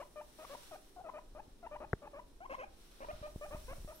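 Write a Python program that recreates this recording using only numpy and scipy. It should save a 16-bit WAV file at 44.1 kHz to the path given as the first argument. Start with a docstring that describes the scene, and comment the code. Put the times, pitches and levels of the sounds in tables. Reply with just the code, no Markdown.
"""A guinea pig chuts in small groups, close to the microphone, on a fleece blanket in a small room.
Each chut is a raspy note from the vocal folds, shaped by the throat, held low and then flicked upward.
Fur rustles on the fleece and the blanket rumbles as the animal noses about and walks off, its paws
thudding softly. One sharp knock comes halfway through, and a thin, high squeak at the end."""
import sys
import numpy as np
from scipy import signal
from scipy.fft import rfft, irfft
from scipy.io import wavfile
from scipy.ndimage import map_coordinates

SR = 44100
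rng = np.random.default_rng(int(sys.argv[2]) if len(sys.argv) > 2 else 0)


def transcribe(u):
    """Save the signal u as a 16-bit wav file named by the first command-line argument.

    u: samples, shape (n,) or (channels, n), limited to [-1, 1]; the rate is SR.
    q: integer samples, one column per channel.
    """
    v = np.clip(np.atleast_2d(u).T, -1, 1)
    q = np.round(v * 32767).astype(np.int16)
    wavfile.write(sys.argv[1], SR, q)


N = 176400
TIME = np.arange(N) / SR

# Levels in the tables are relative, ahead of later gains and filters.
# The calls: start_s, length_s, held_hz, final_hz, rise_s, sharp_fraction, climb_octaves_per_s,
# held_db, final_db, treble_db, rasp_fraction
CHUTS = [(0.0, 0.039, 544, 1003, .036, 0.13, 3, -43.5, -45.5, 7.5, 0.11),
         (.158, 0.066, 600, 927, 0.024, 0.01, 0, -46.5, -44, 3, 0.16),
         (0.386, 0.072, 629, 1108, .021, 0, 2, -51.5, -43, 5, 0.39),
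         (0.495, 0.066, 554.7, 1014, 0.025, .1, 3.5, -48.5, -39.5, 3, .35),
         (0.711, 0.056, 610.5, 747, 0.023, 0.41, 0, -48, -47, 1, 0.28),
         (.962, 0.061, 699, 780, 0.034, 0.09, .5, -49.5, -47.5, -17, .3),
         (1.039, 0.065, 641, 1020, .027, 0.08, -1.3, -48.5, -37, -2.5, 0.32),
         (1.136, 0.061, 595, 1005, 0.022, 0.18, 3, -47.5, -42, 4, 0.3),
         (1.349, 0.061, 629, 878, .04, 0, 2, -51, -43.5, -2, 0.36),
         (1.628, 0.05, 668, 926, 0.022, 0.06, -0.2, -49.5, -40.5, 0.5, .25),
         (1.711, 0.061, 592, 949, 0.027, 0.02, 2, -46.5, -39, 3.5, 0.24),
         (1.802, .053, 581.3, 844, 0.037, 0.09, -0.5, -46, -43.5, 0, 0.47),
         (2.018, 0.065, 581, 838, 0.029, 0.01, 0, -51.5, -44, 1, 0.38),
         (2.132, 0.074, 569.6, 975, 0.031, 0.06, 1.5, -49, -41.5, 1.5, 0.31),
         (2.404, 0.064, 719, 1056, 0.03, 0.03, 8, -50.5, -40, 2, 0.2),
         (2.495, 0.063, 509, 1090, .044, 0.25, 4, -43.5, -35.5, 9, 0.24),
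         (2.582, .067, 502, 818, .043, .26, 5, -44.5, -41.5, 10, 0.24),
         (3.004, 0.051, 556, 1006, 0.025, 0, 4, -47.5, -40, 4.5, 0.47),
         (3.085, 0.034, 598, 716, .017, 0.04, 1, -39.5, -40.5, 3, 0.19),
         (3.226, 0.058, 601, 916, 0.0216, 0.03, 2, -44, -49, 1.5, 0.14),
         (3.411, 0.058, 590, 818, 0.0268, 0.03, 3.5, -44, -46.5, 5.5, 0.15),
         (3.508, 0.062, 588, 1025, 0.0199, 0.02, 2.5, -45.5, -48.5, 4.5, .33),
         (3.68, 0.06, 524.6, 670, 0.015, 0, 5, -47, -46, 7, 0.33),
         (3.875, 0.061, 621.4, 946, 0.021, .01, 4, -50, -51, 1.5, 0.23)]
# Resonances of the throat: frequency_hz, gain_db
THROAT = [(150, -8.5), (270, -1), (400, -3), (580, 2.5), (950, -2.5), (1250, -6.5), (1550, -11.5),
          (1900, -20), (2500, -16.5), (3100, -26.5), (4000, -58), (5500, -38.5), (9000, -49)]
# The head turning in front of the microphone: time_s, left_minus_right_db, right_lag_s
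HEAD_TURN = [(0, 8, 0.000085), (.7, 6, .00014), (1.1, 7.5, 0.00012), (1.8, 7.5, 0.00012), (2.05, 6, .00012),
             (2.5, 5.5, 0.00028), (3.1, 3, 0.00038), (3.5, 5, 0.00014), (3.9, 4.5, 0.00016)]
# Added balance of the voice by frequency: frequency_hz, left_minus_right_db
SIDE_COLOUR = [(200, -1), (500, -3.5), (1000, 1), (1900, -9.5), (4000, -5)]
# Decay of the small room: frequency_hz, t60_s
ROOM_DECAY = [(150, .3), (600, .33), (1200, .27), (3000, .25), (8000, .2)]
# The room answers more as the animal turns away: time_s, send_db
ROOM_SEND = [(0, -13), (1.1, -14), (2.5, -15), (3.1, -11), (3.9, -10)]
# Fur on fleece: time_s, treble_db, mids_db
RUSTLE_LEVEL = [(0.0, -68.5, -74.5), (0.09, -72.5, -81.5), (0.32, -69.5, -77), (0.51, -62.5, -66.5),
                (0.73, -65, -70.5), (0.8, -70.5, -78), (1.06, -77, -82), (1.88, -79, -82),
                (1.92, -77, -79.5), (2.48, -79, -85), (2.53, -73, -73), (2.65, -78.5, -81),
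                (2.66, -80.5, -82.5), (2.8, -71, -76), (3.24, -70, -69.5), (3.33, -68, -76),
                (3.65, -64, -72.5), (4.0, -66.5, -75.5)]
# Colour of the rustle: frequency_hz, density_db
RUSTLE_SPECTRUM = [(400, -4), (1500, -1), (2200, -4), (3000, -2), (4100, 0), (4800, -5), (5700, 1),
                   (6700, -8), (7600, -3), (8300, -6), (9500, 1), (10800, -9), (11700, -4), (12700, -10),
                   (13900, -6), (15000, -10), (16000, -8)]
# Movement of the blanket: time_s, level_db
RUMBLE_LEVEL = [(0, -68.5), (1.2, -64.5), (1.35, -60), (1.7, -58.5), (2.3, -61.5), (2.9, -62.5),
                (3.15, -53.5), (3.45, -55.5), (3.6, -49.5), (3.82, -46), (4, -69)]
# Colour of its rumble: frequency_hz, density_db
RUMBLE_SPECTRUM = [(10, -6), (25, 1), (50, -5.5), (90, -18), (160, -28), (300, -32), (1000, -62)]
# Still air of the room: frequency_hz, density_db
AIR_SPECTRUM = [(20, 12.5), (90, -5), (180, -2), (360, 1), (600, -8), (900, -12.5), (1400, -17.5),
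                (2200, -25), (5000, -24.5), (10000, -26.5), (16000, -55)]
# Paws landing in the bedding: start_s, peak_db, softness_s
PAW_THUDS = [(1.331, -46.5, 0.0085), (1.480, -47.5, 0.00089), (1.865, -46.5, 0.0018), (3.134, -40, .002),
             (3.149, -44.5, 0.0034), (3.215, -38.5, .0015), (3.3605, -30.5, 0.00062),
             (3.548, -34.5, 0.0008), (3.575, -39, 0.007), (3.714, -40.5, 0.00099), (3.782, -41, 0.0016),
             (3.8474, -38, 0.00063)]
# Brief ringing of the knock: pitch_hz, level_db, t60_s
KNOCK_MODES = [(1120, -33, 0.0054), (1524, -16.5, 0.0056), (1920, -26, 0.0055)]
# Path of the squeak: time_s, pitch_hz, level_db
SQUEAK = [(3.905, 9700, -96), (3.93, 10600, -75), (3.948, 11400, -70), (3.96, 11950, -60.5),
          (3.975, 12550, -70), (3.99, 12950, -71), (4.0, 13100, -74)]


def amp(db):
    """Decibels to gain."""
    return 10 ** (np.asarray(db) / 20)


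def unit(x):
    """Scales to rms 1."""
    return x / np.sqrt(np.mean(x ** 2) + 1e-20)


def curve(rows, column=1):
    """One column of a table, joined by straight lines in time."""
    rows = np.array(rows)
    return np.interp(TIME, rows[:, 0], rows[:, column])


def spectrum(rows, hz):
    """A table read on a log-frequency axis."""
    f, value = np.transpose(rows)
    return np.interp(np.log(hz + 1), np.log(f), value)


def shaped(x, gain):
    """Filters x by a gain that is a function of frequency."""
    n = x.shape[-1]
    return irfft(rfft(x) * gain(np.fft.rfftfreq(n, 1 / SR)), n)


def coloured(x, rows):
    """Gives x the spectrum of a table, at rms 1."""
    return unit(shaped(x, lambda f: amp(spectrum(rows, f))))


def rolloff(f, hz, order):
    """Low-pass gain, one half at hz."""
    return 1 / (1 + (f / hz) ** order)


def low_cut(x, hz=28):
    """Takes out the deepest bass."""
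    return shaped(x, lambda f: f ** 2 / (f ** 2 + hz ** 2))


def wander(size, hz):
    """Smooth random motion up to a rate, rms 1."""
    return unit(shaped(rng.standard_normal(size + SR // 4), lambda f: rolloff(f, hz, 4)))[:size]


def stereo_noise(likeness):
    """Two channels of partly alike white noise."""
    a, b = rng.standard_normal((2, N))
    return np.array([a, likeness * a + np.sqrt(1 - likeness ** 2) * b])


def add(mix, start_s, sound):
    """Mixes a sound in at a time."""
    part = mix[max(round(start_s * SR), 0):][:len(sound)]
    part += sound[:len(part)]


def throat(hz, treble_db, treble_hz=1480):
    """Gain of the throat, with a shelf on the treble."""
    return amp(spectrum(THROAT, hz) + treble_db / (1 + (treble_hz / (hz + 1)) ** 6))


def chut(length_s, held_hz, final_hz, rise_s, sharp, climb, held_db, final_db, treble_db, rasp):
    """The vocal folds hold a raspy note, then flick upward; uneven cycles add a subharmonic at first."""
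    attack_s, release_s, settle_s, top_hold_s = .00084, .0047, .00707, .007
    mouth_open_s, subharmonic_fade_s, climb_pivot_s = .009, .034, .01913
    t = np.arange(0, length_s, 1 / SR)
    n = len(t)
    progress = np.clip((t - length_s + rise_s) / max(rise_s - top_hold_s, 1e-3), 0, 1)
    rise = np.sin(np.pi / 2 * progress ** 1.3) ** 2
    onset = np.exp(-t / settle_s)  # starts a little soft and sharp
    breaking = 4 * rise * (1 - rise)  # thinner and raspier in mid-rise
    rasp = rasp * (1 + 1.19 * breaking)

    low_hz = held_hz * 2 ** (climb * (t - climb_pivot_s)) * (1 + sharp * onset)
    jitter = 1 + .1 * rasp * wander(n, hz=159)
    hz = low_hz * (final_hz / low_hz) ** rise * jitter
    phase = 2 * np.pi * np.cumsum(hz) / SR

    # Overtones come in as the mouth opens and weaken at the top of the flick.
    mouth_db = treble_db - 10 * np.exp(-t / mouth_open_s) - 5 * rise * np.log2(final_hz / held_hz)
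    partials = lambda orders: sum(throat(k * hz, mouth_db) * np.cos(k * phase) for k in orders)
    unevenness = 1.15 * rasp * np.exp(-t / subharmonic_fade_s) * wander(n, hz=60)
    shimmer = 1 + .39 * rasp * wander(n, hz=257)
    folds = shimmer * partials(range(1, 14)) + unevenness * partials(np.arange(5) + .5)
    puffs = rng.standard_normal(n) * (1 + np.cos(phase))
    breath = shaped(puffs, lambda f: throat(f, treble_db))

    gate = np.minimum(t / attack_s, 1) * np.minimum((length_s - t) / release_s, 1)
    level_db = held_db + (final_db - held_db) * rise - 3 * onset - 4 * breaking
    return gate * amp(level_db) * (unit(folds) + .59 * rasp * unit(breath))


def voice(gain_db=-2):
    """All the guinea pig's chuts, in one channel."""
    calls = np.zeros(N)
    for start_s, *row in CHUTS:
        add(calls, start_s, chut(*row))
    return amp(gain_db) * calls


def head_turn(calls):
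    """The voice reaches the microphone's left side first and louder; upper overtones lean right."""
    late = map_coordinates(calls, [(TIME - curve(HEAD_TURN, column=2)) * SR], order=3)
    side_db = curve(HEAD_TURN) / 2
    panned = np.array([calls, late]) * amp([side_db, -side_db])
    return shaped(panned, lambda f: amp(np.outer([.5, -.5], spectrum(SIDE_COLOUR, f))))


def room(x, build_s=.017, ring_hz=596, ring_width_hz=20, ring_db=-22):
    """The small room answers with a short diffuse tail and one ringing resonance."""
    hz, t, bands = signal.stft(rng.standard_normal((2, SR // 2)), SR, nperseg=256)
    decay = amp(-60 * t / spectrum(ROOM_DECAY, hz)[:, None])
    tail = signal.istft(bands * decay, SR, nperseg=256)[1]
    tail *= 1 - np.exp(-(np.arange(tail.shape[1]) / SR / build_s) ** 2)
    tail /= np.linalg.norm(tail[0])
    sent = x * amp(curve(ROOM_SEND))
    reverb = signal.fftconvolve(sent[None], tail, axes=1)[:, :N]
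    ring = signal.lfilter(*signal.iirpeak(ring_hz, ring_hz / ring_width_hz, SR), x)
    return reverb + amp(ring_db) * ring


def fleece_rustle(snaps_per_s=900, snap_share=.27, split_hz=5200, flutter_db=.64):
    """Fur brushes the fleece close by: a soft hiss with tiny snaps of fibres."""
    snapping = rng.random(N) < snaps_per_s / SR
    snap_db = 2 * np.minimum(rng.exponential(1, N), 4)
    snaps = snapping * amp(snap_db) * stereo_noise(likeness=.1)
    hiss = coloured(stereo_noise(likeness=.02) + snap_share * unit(snaps), RUSTLE_SPECTRUM)
    mids = shaped(hiss, lambda f: rolloff(f, split_hz, 8))
    treble = (hiss - mids) * amp(curve(RUSTLE_LEVEL) + 4.5)
    mids *= amp(curve(RUSTLE_LEVEL, column=2) + 11.5)
    return (treble + mids) * amp(flutter_db * wander(N, hz=35))


def blanket_rumble():
    """The blanket shifts near the microphone, nearly alike on both sides."""
    return coloured(stereo_noise(likeness=.97), RUMBLE_SPECTRUM) * amp(curve(RUMBLE_LEVEL))


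def room_air(level_db=-63.5, split_hz=900):
    """Room tone of still air: centred in the bass, wide in the treble."""
    bass = shaped(stereo_noise(likeness=.85), lambda f: np.sqrt(rolloff(f, split_hz, 2)))
    treble = shaped(stereo_noise(likeness=.077), lambda f: np.sqrt(1 - rolloff(f, split_hz, 2)))
    return amp(level_db) * coloured(bass + treble, AIR_SPECTRUM)


def push(peak_db, soft_s, decay_s):
    """A dull pulse of pressure with no ring."""
    t = np.arange(SR // 15) / SR
    pulse = (1 - np.exp(-(t / soft_s) ** 2)) * np.exp(-t / decay_s)
    return amp(peak_db) * pulse / pulse.max()


def paw_thuds():
    """Paws land softly in the fleece."""
    steps = np.zeros(N)
    for start_s, peak_db, soft_s in PAW_THUDS:
        add(steps, start_s, -push(peak_db, soft_s, decay_s=.004))
    return low_cut(steps)


def knock(ring_s=1.9318, push_s=1.9328, rebound_after_s=.00341, ring_right_db=-12):
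    """One close knock: a faint click and very short ring, then a push, a hollow note and a rebound."""
    t = np.arange(SR // 20) / SR
    mode = lambda hz, db, t60_s: amp(db - 60 * t / t60_s) * np.sin(2 * np.pi * hz * t)
    body, ring, click = np.zeros((3, N))
    add(click, ring_s, amp(-53) * np.exp(-t / .001) * rng.standard_normal(len(t)))
    add(ring, ring_s, sum(mode(*row) for row in KNOCK_MODES))
    add(body, push_s, push(peak_db=-24, soft_s=.00049, decay_s=.00079))
    add(body, push_s, mode(hz=398, db=-32, t60_s=.033))
    add(body, push_s + rebound_after_s, -push(peak_db=-20.5, soft_s=.00049, decay_s=.0018))
    impact = body + ring * amp([[0], [ring_right_db]])
    dulled = shaped(impact, lambda f: .063 + .86 * rolloff(f, hz=2120, order=30))
    return low_cut(dulled) + shaped(click, lambda f: np.sqrt(rolloff(f, hz=7000, order=2)))


def squeak():
    """A thin, very high rising whistle."""
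    hz = curve(SQUEAK) * (1 + .003 * wander(N, hz=200))
    envelope = amp(curve(SQUEAK, column=2)) * (TIME > SQUEAK[0][0])
    return np.sqrt(2) * envelope * np.sin(2 * np.pi * np.cumsum(hz) / SR)


def scene(knock_send_db=-22):
    """The animal on its blanket, close and slightly left of the microphone, with the room behind."""
    calls, bump = voice(), knock()
    near = head_turn(calls) + fleece_rustle() + paw_thuds() + bump + squeak()
    reflections = room(calls + amp(knock_send_db) * bump[0])
    return near + reflections + blanket_rumble() + room_air()


def record(dry, top_hz=15800):
    """The recorder's band limit cuts the highest treble steeply."""
    lowpass = signal.firwin(701, top_hz, window=("kaiser", 9), fs=SR)
    return signal.oaconvolve(dry, lowpass[None], "same")


dry = scene()
out = record(dry)
transcribe(out)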